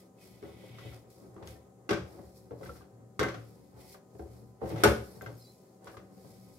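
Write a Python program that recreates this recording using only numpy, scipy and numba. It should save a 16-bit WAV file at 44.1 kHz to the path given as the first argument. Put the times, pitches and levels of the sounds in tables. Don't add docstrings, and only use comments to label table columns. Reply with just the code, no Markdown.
import sys
import numpy as np
from scipy import signal
from scipy.fft import rfft, irfft
from scipy.io import wavfile
from scipy.ndimage import uniform_filter1d
from numba import njit

SR = 44100
rng = np.random.default_rng(int(sys.argv[2]) if len(sys.argv) > 2 else 0)


def generate_wav(signal):
    frames = np.transpose(np.atleast_2d(signal))
    scaled = np.clip(frames, -1, 1) * 32767
    pcm = np.round(scaled).astype(np.int16)
    wavfile.write(sys.argv[1], SR, pcm)


def gain_from_db(level_db):
    decades = np.asarray(level_db, float) / 20
    return 10 ** decades


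N = 290178
T = np.arange(N) / SR
HZ = np.fft.rfftfreq(N, 1 / SR)

# pitch in Hz, level in dB.
HUM = [(118.4, -65), (188.4, -63), (258.4, -75.5), (376.8, -69.5), (473.7, -72), (532.9, -71.5),
       (769.8, -72), (947.5, -93), (1007, -82), (1244, -82)]
# frequency in Hz, level in dB.
ROOM_NOISE = [(18, -51), (30, -21), (184, -1), (311, -8), (374, -6), (540, -13), (666, -12), (760, -22),
              (1010, -25), (1100, -32.5), (1220, -32), (1540, -36.5), (5170, -37.5), (6550, -27.5),
              (16000, -40)]
# frequency in Hz, time to fall 60 dB in seconds.
ROOM_T60 = [(60, 0.51), (400, 0.39), (2000, 0.34), (6000, 0.38), (14000, 0.38)]

# time of most force in seconds, build-up in seconds,
# let-go in seconds, push on the stove in dB, drag on the pot in dB.
LEANS = [(0.03, .1, 0.076, -71, -61), (0.23, 0.038, 0.47, -52.5, -61), (0.44, 0.018, 0.093, -45, -50.5),
         (0.82, 0.73, 0.36, -47.5, -57.5), (1.25, 0.12, 0.28, -48.5, -59.5), (1.44, 0.16, 0.23, -47, -51),
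         (1.7, .08, 0.26, -60, -79), (2.12, 0.38, 0.27, -52, -53.5), (2.48, 0.16, 0.039, -47.5, -61),
         (2.64, 0.18, 0.25, -43.5, -54), (3.0, 0.12, 0.98, -54, -68.5), (3.47, 0.26, 1, -53, -65),
         (3.77, 0.06, 0.29, -50, -54), (4.18, 0.06, 0.3, -66, -63), (4.39, 0.22, 0.32, -49.5, -61.5),
         (4.62, 0.019, 0.18, -56, -42), (4.81, 0.13, 0.084, -43.5, -40), (5.18, 0.21, 0.051, -46.5, -52),
         (5.28, .07, 0.099, -43, -51.5), (5.76, 0.15, 0.085, -64.5, -62), (5.87, 0.068, 0.2, -62, -49),
         (6.27, 0.36, 0.31, -49, -62), (6.57, 0.25, .1, -50.5, -66)]
# time of most speed in seconds, build-up in seconds,
# let-go in seconds, grit in dB, peeling mush in dB.
STROKES = [(0.0, .05, 0.095, -72, -63), (0.225, 0.062, 0.4, -65.5, -62), (0.46, 0.071, 0.4, -65, -69),
           (.62, 0.2, .25, -65, -67), (0.86, 0.4, 0.16, -56, -62.5), (0.95, 0.19, 0.13, -83, -63.5),
           (1.11, 0.035, 0.31, -76, -64), (1.485, 0.047, 0.14, -62, -57.5), (2.12, 0.15, 0.64, -79.5, -66),
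           (2.375, 0.063, 0.073, -82, -61.5), (2.65, 0.083, 0.21, -71, -61), (2.76, 0.15, 0.1, -78, -61),
           (3.45, 0.4, 0.52, -77.5, -68.5), (3.81, 0.032, 0.065, -70, -64), (3.93, 0.16, 0.062, -64, -56.5),
           (4.2, 0.15, .14, -93, -71), (4.33, 0.25, 0.25, -81, -66.5), (4.69, 0.072, 0.12, -64, -56),
           (4.81, 0.11, 0.09, -53, -54.5), (5.06, 0.11, 0.5, -77, -60.5), (5.23, 0.031, 0.16, -66, -63.5),
           (5.4, 0.18, 0.46, -79.5, -64.5), (5.86, 0.039, 0.12, -70.5, -64),
           (5.93, 0.099, 0.14, -79, -64.5), (6.28, 0.26, 0.76, -75.5, -63.5), (6.56, 0.32, .1, -82, -72)]
REST_DB = [-76, -67, -100, -84]
# centre in Hz, width in Hz, level in dB.
SCRAPE = [(1992, 90, 11), (2200, 110, 9.5), (2500, 250, 1.5), (3100, 300, -1.5), (3500, 490, -1.5),
          (2780, 4500, -2)]
# frequency in Hz, level in dB.
HISS = [(1470, -36.5), (2500, -3.5), (2810, -23), (3210, -13), (3980, -1.5), (4370, 1), (5440, 3),
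        (5970, -3.5), (12500, -0.5), (16000, -8.5)]

# start in seconds, level in dB.
SHOVES = [(0.329, -69), (0.5, -67), (0.868, -59), (1.459, -52), (1.919, -58), (2.019, -57), (2.23, -58),
          (2.68, -45), (3.206, -61), (3.75, -53), (4.195, -45), (4.25, -59), (4.64, -50), (4.729, -49.5),
          (4.857, -42), (4.868, -33), (5.248, -68)]
# start in seconds, pot bottom in dB,
# then stove top, pot body and wall in dB relative to the bottom.
KNOCKS = [(1.8912, -27, -20, -3, -4), (1.907, -23, -6, -4.5, -7.5), (1.93, -34, 4.5, 5, -2),
          (3.193, -27.5, -4, -8, 0.5), (3.209, -27, -10, 1.5, -10), (3.23, -31, -1.5, 1, -2),
          (3.284, -35, -6, -2, -3), (3.342, -42, 5.5, 1, -3.5), (4.617, -31.5, -4.5, 1.5, -41),
          (4.632, -29.5, -2.5, -6, -32), (4.702, -37.5, 0, -2, -9), (4.722, -28, 1, -8.5, -31),
          (4.657, -41.5, -8, -3.5, -11.5), (4.759, -41, -4.5, 8, -8), (4.78, -41.5, -4, -1, -5),
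          (4.8355, -17.5, -12.5, 3, 1.5), (4.84, -26, -4, 4, -11), (4.856, -25, -7, -20, -9),
          (4.873, -29, -3, 6, -8), (4.909, -42.5, 5, 11.5, -24)]
# start in seconds, pot bottom in dB,
# then pot body and wall in dB relative to the bottom.
BUMPS = [(0.427, -41, -15, -17), (0.633, -47, -1, -24), (0.785, -54, 1, 3), (0.851, -40.5, -5.5, -26),
         (0.933, -59.5, 15, 2), (1.363, -44, -21, -17.5), (1.425, -41, -3, -12), (1.476, -55, -4, 0),
         (2.19, -41, -4, -25), (2.509, -38.5, -3, -22), (2.519, -38.5, -1.5, -39), (2.611, -47.5, 10, -13),
         (2.632, -47, -17, -5), (2.661, -47.5, 6, -5), (2.693, -47, -5, -9.5), (2.759, -55, 3, -1.5),
         (2.816, -47.5, -3, -13), (3.944, -54, 9, -2), (4.149, -45, -10, -30), (4.194, -40, 2, -20),
         (5.176, -46, -11, -33), (5.215, -42, -20, -10), (5.222, -49, 9, -16), (5.261, -56, 13.5, 5.5),
         (5.874, -46.5, -7, -1.5), (5.94, -56, 6, -17), (5.968, -49, -1, -2), (6.247, -48.5, -2, -21.5)]

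# pitch in Hz, level in dB,
# time to fall 60 dB in seconds.
FRAME = [(71.2, 1, 0.27), (82.7, -26, 0.39)]
STOVE = [(115.2, 0.5, 0.28), (155, -12, 0.1), (180, -4.5, 0.18), (220.1, -3, 0.13), (287, -3.5, 0.14)]
BOTTOM = [(330.5, -2, 0.15), (367, -8, 0.057), (409.8, 4, 0.074), (472, -1, 0.09)]
BODY = [(505.5, -1.5, 0.092), (549.6, 0.5, 0.088), (600, -6.5, 0.095), (669, -4, 0.043), (755, -1.5, 0.049),
        (846, -4.5, 0.073), (1017, -4, 0.019)]
WALL = [(1170, 0, 0.05), (1200, -4, 0.039), (1320, 9.5, 0.026), (1468, 0.5, 0.062), (1547, 2, 0.05),
        (1840, 5.5, 0.012), (2037, -0.5, 0.027), (2400, -34, 0.039), (2820, -20, 0.02)]
RIM = [(3290, -3, 0.036), (3560, 2, 0.022), (4180, 3.5, 0.025), (4640, -27, 0.043), (5800, -2, 0.052),
       (7300, 3.5, 0.018)]

# frequency in Hz, level in dB.
THUD = [(100, -36), (250, -3.5), (420, 3), (560, 1), (900, -8), (1800, -60.5)]
CLATTER = [(500, -46.5), (1100, 3.5), (1600, -0.5), (2100, -3.5), (2800, -8), (4000, -15), (8000, -56)]
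CRACK = [(800, -13), (1500, -0.5), (3000, 2.5), (6000, -0.5), (8000, -15), (14000, -45.5)]
SNAP = [(5000, -28), (7500, -0.5), (12500, 0.5), (15000, -11), (16000, -33)]

# start in seconds, level in dB, pitch in Hz.
TAPS = [(0.185, -58, 2580), (0.2175, -58, 2160), (0.427, -49, 1210), (.426, -51, 2200), (0.785, -44, 1400),
        (.785, -55, 2200), (0.924, -49, 1340), (1.366, -45, 1110), (1.4248, -42, 900), (2.509, -44, 1010),
        (2.61, -42, 600), (4.153, -44, 650), (6.247, -45, 660), (2.6316, -39, 1504), (2.6579, -38.5, 1530),
        (2.6942, -44, 1150), (2.7563, -48, 1340), (2.809, -46, 1195), (3.946, -43.5, 1184),
        (4.194, -48, 1580), (5.211, -33.5, 1549), (5.2622, -30, 1560), (5.871, -38, 1147),
        (5.9437, -43, 1200), (5.97, -37, 1210)]
# start in seconds, level in dB, pitch in Hz.
TICKS = [(5.221, -41.5, 7300), (0.9445, -50, 5200), (.9445, -49, 8460), (.9445, -49, 12000),
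         (1.104, -48, 8000), (1.104, -51, 12000), (1.344, -53, 8000), (1.4745, -36, 6460),
         (1.4738, -36, 3330), (1.4745, -49, 10600), (2.377, -46, 12700), (3.8063, -47, 11900),
         (5.221, -39, 12900), (5.8446, -50, 4500), (5.8447, -42, 8600), (5.8445, -51, 11350),
         (5.872, -45, 3500)]
# middle in seconds, pitch in Hz, length in seconds, level in dB, glide in Hz per second.
SQUEAKS = [(.222, 2520, 0.033, -66, 300), (.222, 2200, 0.028, -66, 300), (0.433, 5500, .015, -69, 303),
           (0.66, 3290, .04, -70.5, 300), (0.857, 3750, 0.03, -69, 300), (.86, 3100, .04, -67, 300),
           (5.055, 12300, .015, -70, 300), (5.095, 12500, 0.032, -66, 300), (5.088, 11500, 0.029, -66, 303),
           (5.12, 10500, .02, -71, -30000), (5.126, 9650, 0.034, -70, -3000), (5.12, 4440, 0.01, -68, 300),
           (5.175, 4430, 0.034, -72, 299), (5.188, 8500, .02, -72, 3000), (5.25, 12300, 0.04, -65, -4000),
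           (5.35, 6700, 0.014, -72, 300), (5.387, 12050, 0.035, -64, -500), (5.4, 10400, .012, -74, 300),
           (5.418, 4170, 0.03, -65, -500), (5.429, 5080, 0.028, -61, 8000), (5.445, 4100, 0.027, -67, -500),
           (5.455, 4680, 0.027, -61, 500), (5.474, 4000, 0.027, -59, 500), (5.498, 4140, .014, -57.5, 300),
           (5.524, 4050, 0.045, -72, 298.5), (6.53, 10540, 0.076, -74, 300)]
# start in seconds, pitch in Hz, level in dB,
# time to fall 60 dB in seconds.
BOOMS = [(.3, 119, -56, .8), (.7, 119, -45, .8), (.854, 119, -46, .4), (1.29, 118, -47, .6),
         (2.42, 119, -53, .5), (2.526, 118, -46, .4), (2.647, 118, -45, .5), (2.92, 118, -51, .9),
         (3.0, 118, -49, .8), (3.24, 116, -40, .4), (3.37, 115, -43, .6), (3.737, 118, -51, .6),
         (4.291, 118, -48, .8), (4.633, 118, -41, .3), (4.725, 112, -30, .25), (4.73, 150, -33, .25),
         (4.845, 112, -23.5, .3), (4.86, 150, -29, .2), (4.93, 120, -33, .4), (.3, 68, -58, .4),
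         (5.212, 70, -51, .3), (2.64, 62, -47, .25), (4.44, 70, -56, .3), (4.78, 60, -45, .3),
         (1.996, 80, -43, .3), (5.264, 118, -42, .7), (.56, 188, -54, .8), (.8, 188, -54, 1.1),
         (3.225, 283, -33, .2), (3.23, 215, -33, .2), (6.0, 190, -56, 1.2), (6.38, 190, -53, 1.2)]
# start in seconds, pitch in Hz,
# level in dB, time to fall 60 dB in seconds.
RINGS = [(1.907, 410, -22.5, 0.11), (1.911, 221, -31, .2), (1.906, 335, -31.5, 0.12),
         (1.905, 1600, -31, 0.032), (1.93, 1550, -29, 0.053), (2.005, 118, -36.5, 0.26),
         (2.051, 116, -39.5, 0.15), (2.509, 485, -37, .1), (3.21, 430, -31.5, 0.14),
         (3.235, 1550, -30, 0.15), (3.23, 2060, -33, .15), (3.284, 2000, -40, 0.042),
         (3.341, 1520, -42, 0.05), (3.343, 1120, -43, .05), (4.619, 450, -29.5, 0.13),
         (4.622, 770, -39, 0.11), (4.722, 316, -32, 0.14), (4.73, 430, -37.5, 0.13),
         (4.837, 1330, -20, 0.04), (4.843, 410, -16, .14), (4.8552, 416, -15.5, .1),
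         (4.8455, 535, -16, .08), (4.853, 575, -15, .07), (4.8365, 5500, -27, .03),
         (4.872, 800, -21.5, .04), (4.619, 540, -31, 0.098), (2.7, 500, -38.5, 0.085),
         (2.693, 1340, -37, .07), (2.694, 530, -38, .1), (2.53, 470, -38, .1), (2.662, 180, -38, .08),
         (4.632, 440, -31, .07), (.851, 420, -44, .1), (1.38, 1200, -50, .05), (1.892, 2750, -36, .03),
         (1.918, 1200, -34, .04), (.634, 520, -45, .12), (1.432, 430, -42, 0.06), (4.915, 460, -25, .09),
         (3.211, 500, -24, .06), (3.222, 420, -22, .05), (3.262, 400, -30, .09), (1.556, 1800, -62, .12),
         (.868, 500, -46, .06), (5.87, 1490, -44, 0.041), (4.85, 220, -26.5, .3), (4.852, 67, -25.5, 0.21),
         (4.855, 865, -16.5, 0.07), (4.893, 380, -29, 0.13)]


def unit(x):
    return x / np.sqrt(np.mean(x ** 2))


def on_log(hz, table):
    f, v = np.transpose(table)
    return np.interp(np.log(hz + 1), np.log(f), v)


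def tilt(left_db):
    return gain_from_db(np.array([[left_db], [-left_db]]))


def pair(alike_hz, shape):
    mid, side = rng.standard_normal((2, len(HZ))) + 1j * rng.standard_normal((2, len(HZ)))
    share = HZ ** 2 / (HZ ** 2 + alike_hz ** 2)
    both = np.array([mid + share * side, mid - share * side])
    return irfft(shape * both / np.sqrt(1 + share ** 2), N)


def walk(rate):
    k = int(SR / rate)
    steps = np.repeat(rng.standard_normal(N // k + 1), k)
    return unit(uniform_filter1d(uniform_filter1d(steps, k), k)[:N])


def kitchen():
    hum = 0
    clock = T + np.cumsum(0.00363 * walk(9.8)) / SR
    for hz, db in HUM:
        hum = hum + gain_from_db(db + 0.5 + 2.3 * walk(14)) * np.sin(2 * np.pi * hz * clock)
    noise_db = -64.5 + 1.2 * walk(4.22)
    return hum + gain_from_db(noise_db) * unit(pair(489.0, gain_from_db(on_log(HZ, ROOM_NOISE))))


def swells(table):
    edge_db, roundness = -19, 1.195
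    power = 0
    for s, rise, fall, *db in table:
        away = np.where(T < s, (s - T) / rise, (T - s) / fall)
        level_db = np.array(db)[:, None] + edge_db * np.minimum(away, 8) ** roundness
        power = power + gain_from_db(2 * level_db)
    return power


def scrape(gain):
    shape = sum(gain_from_db(db) / (1 + ((HZ - hz) / (width / 2)) ** 4) for hz, width, db in SCRAPE)
    grains = gain_from_db(0.87 * walk(360) + 1.6 * walk(30))
    return gain * unit(pair(1100.0, shape) * grains)


def hiss(gain):
    puffs = gain_from_db(1.23 * walk(310) + 0.96 * walk(17))
    return gain * unit(pair(1200., gain_from_db(on_log(HZ, HISS))) * puffs)


@njit
def resonate(force, pole, turn, out):
    z, both = 0j, out.copy()
    for i in range(len(force)):
        z = z * pole + force[i]
        both[0, i] += z.imag
        both[1, i] += (z * turn).imag
    return both


def ring(modes, hits, drag, scatter_db, apart_hz, left_db):
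    out = np.zeros((2, N))
    rub = rng.standard_normal(N)
    spot = rng.standard_normal((len(hits), len(modes)))
    for k, (hz, db, t60) in enumerate(modes):
        pole = np.exp(2j * np.pi * hz / SR - np.log(1000) / (t60 * SR))
        own_rub = np.roll(rub, k * SR // 10)
        force = drag * own_rub * np.sqrt(1 - abs(pole) ** 2)
        for (start, burst), s in zip(hits, spot[:, k]):
            force[start:start + len(burst)] += burst * gain_from_db(scatter_db * s) * (-1) ** k
        turn = np.exp(1j * np.pi * (-1) ** k * min(hz / apart_hz, .75) ** 2)
        out = resonate(gain_from_db(db) * force, pole, turn, out)
    return out * tilt(left_db / 2)


def blows(s, db, push_ms, rattle_ms):
    t = np.arange(1500) / SR
    rattle = rng.standard_normal((len(s), len(t))) ** 3 * np.exp(-t * 1000 / rattle_ms)
    rattle *= 0.66 / np.sqrt(np.sum(rattle ** 2, axis=1, keepdims=True))
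    rattle[:, 0] = 0.85
    push = np.hanning(3 + int(push_ms * SR / 1000))
    push /= push.sum()
    return [(int(a * SR), gain_from_db(d) * np.convolve(r, push)) for a, d, r in zip(s, db, rattle)]


def spray(hits, decay_ms, table, left_db):
    clicks = np.zeros(N)
    for start, burst in hits:
        clicks[start:start + len(burst)] += np.abs(burst)
    fade = signal.lfilter([1], [1, -np.exp(-1000 / (decay_ms * SR))], clicks)
    return fade * tilt(left_db / 2) * unit(pair(1000., gain_from_db(on_log(HZ, table))))


def contacts():
    s, db, body, wall = np.transpose(BUMPS)
    boom = -4 - 0.11 * (db + 43)
    bumps = np.transpose([s, db, boom, body, wall])
    rows = np.concatenate([KNOCKS, bumps])
    s, db, boom, body, wall = rows[np.argsort(rows[:, 0])].T
    first = np.diff(s, prepend=0) > .07
    crack = 1.2 * wall - 9 - 0.5 * first
    return s, db, boom, body, wall, crack


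def stove(push):
    s, db, boom, *_ = contacts()
    shove_s, shove_db = np.transpose(SHOVES)
    frame = ring(FRAME, blows(shove_s, shove_db - 1.0, 1.4, 13.0), push * gain_from_db(-24.0), 1.5, 720.0, 2.7)
    top = ring(STOVE, blows(s, db + boom - 5.5, 2.1, 7.9), push * gain_from_db(-9.0), 3.1, 420.0, 5.2)
    return frame + top


def pot(drag):
    s, db, _, body, wall, crack = contacts()
    out = ring(BOTTOM, blows(s, db - 5.5, 1.01, 5.1), drag * gain_from_db(-7.0), 2.42, 880.0, 1.1)
    out += ring(BODY, blows(s, db + body - 7.0, 0.69, 25.0), drag * gain_from_db(-8.0), 2.95, 1130.0, 0.87)
    out += ring(WALL, blows(s, db + wall - 8.0, 0.17, 6.6), drag * gain_from_db(-27.0), 2.4, 1500., 3.5)
    out += ring(RIM, blows(s, db + crack - 6.5, .03, 2.3), 0, 4.0, 1500., 0.99)
    return out


def wood_on_metal():
    s, db, _, body, wall, crack = contacts()
    out = spray(blows(s, db + body / 2 - 16.5, 1.26, 8.0), 12.3, THUD, 1.8)
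    out += spray(blows(s, db + wall - 17.5, 0.37, 12.3), 15.0, CLATTER, 4.6)
    out += spray(blows(s, db + crack - 8.5, .03, 1.9), 10.8, CRACK, 1.2)
    out += spray(blows(s, 1.363 * (db + crack), .03, 5.2), 3.5, SNAP, -.3)
    return out


def taps():
    tap_t60, tick_t60 = 0.054, 0.0091
    out, t = np.zeros((2, N)), np.arange(4000) / SR
    ratios, size = np.array([[1], [.88], [1.33]]), gain_from_db(np.array([[0], [-4], [-8]]))
    table = [(*row, tap_t60) for row in TAPS] + [(*row, tick_t60) for row in TICKS]
    turns = rng.uniform(0, 2 * np.pi, (len(table), 3, 1))
    for (s, db, hz, t60), turn in zip(table, turns):
        angle = 2 * np.pi * np.minimum(hz * ratios, 15000) * t
        left = (size * np.sin(angle)).sum(axis=0)
        right = (size * np.sin(angle + 0.71 * (turn - np.pi))).sum(axis=0)
        start = int(s * SR)
        out[:, start:start + len(t)] += gain_from_db(db - 8.5 - 58 * t / t60) * np.array([1.27 * left, right])
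    return out


def squeaks():
    out = np.zeros(N)
    clock = T + np.cumsum(.004 * walk(190)) / SR
    flutter = gain_from_db(4.0 * walk(160))
    for s, hz, length, db, glide in SQUEAKS:
        near = slice(int((s - .1) * SR), int((s + .1) * SR))
        t = T[near] - s
        swell = np.exp(-(t / (length / 2)) ** 2)
        out[near] += gain_from_db(db) * swell * np.sin(2 * np.pi * (hz * clock[near] + glide * t ** 2 / 2))
    return out * flutter


def rings():
    out, t = np.zeros((2, N + SR)), T[:SR // 2]
    for s, hz, db, t60 in RINGS + BOOMS:
        shape = (1 - np.exp(-t * hz / .7)) * gain_from_db(db - 60 * t / t60)
        lag = min(hz / 560, 1) ** 2 * np.array([[.5], [-.5]])
        start = int(s * SR)
        out[:, start:start + len(t)] += shape * np.sin(2 * np.pi * hz * t + lag * np.minimum(t * hz, 1))
    return out[:, :N] * tilt(0.8)


def room(x, wet_db, left_db):
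    size = 2 ** 15
    t, f = np.arange(size) / SR, np.fft.rfftfreq(size, 1 / SR)
    noise, tail = rfft(pair(365.0, 1)[:, :size]), 0
    for hz in 50 * 2 ** np.arange(0, 8.6, .5):
        band = irfft(noise * np.exp(-(np.log2((f + 1) / hz) / .35) ** 2), size)
        tail = tail + band * gain_from_db(-60 * t / on_log(hz, ROOM_T60))
    tail = tail * (1 - np.exp(-t / 0.0037)) / np.sqrt(np.sum(tail ** 2) / 2)
    echo = signal.oaconvolve(x.mean(axis=0)[None], tail, axes=1)[:, :N]
    return x + gain_from_db(wet_db) * tilt(left_db) * echo


def scene():
    moves = np.concatenate([swells(LEANS), swells(STROKES)])
    moves = moves + gain_from_db(2 * np.array(REST_DB))[:, None]
    push, drag, grit, steam = np.sqrt(moves)
    shake = gain_from_db(1.9 * walk(40))
    struck = stove(push * shake) + pot(drag * shake) + wood_on_metal()
    tones = rings()
    room_share = .55
    out = room(struck, -1.22, 0.6)
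    out = out + room(taps() + room_share * tones, -7.5, .8) + (1 - room_share) * tones
    return out + scrape(grit) + hiss(steam) + squeaks() + kitchen() * tilt(1.1)


def low_pass(x):
    return signal.sosfilt(signal.butter(12, 16510, fs=SR, output="sos"), x)


def record(dry):
    dry = signal.sosfilt(signal.butter(5, 56, "high", fs=SR, output="sos"), dry)
    dry = signal.sosfilt(signal.ellip(8, .3, 60, 15750, fs=SR, output="sos"), dry)
    return low_pass(dry)


dry = scene()
out = record(dry)
generate_wav(out)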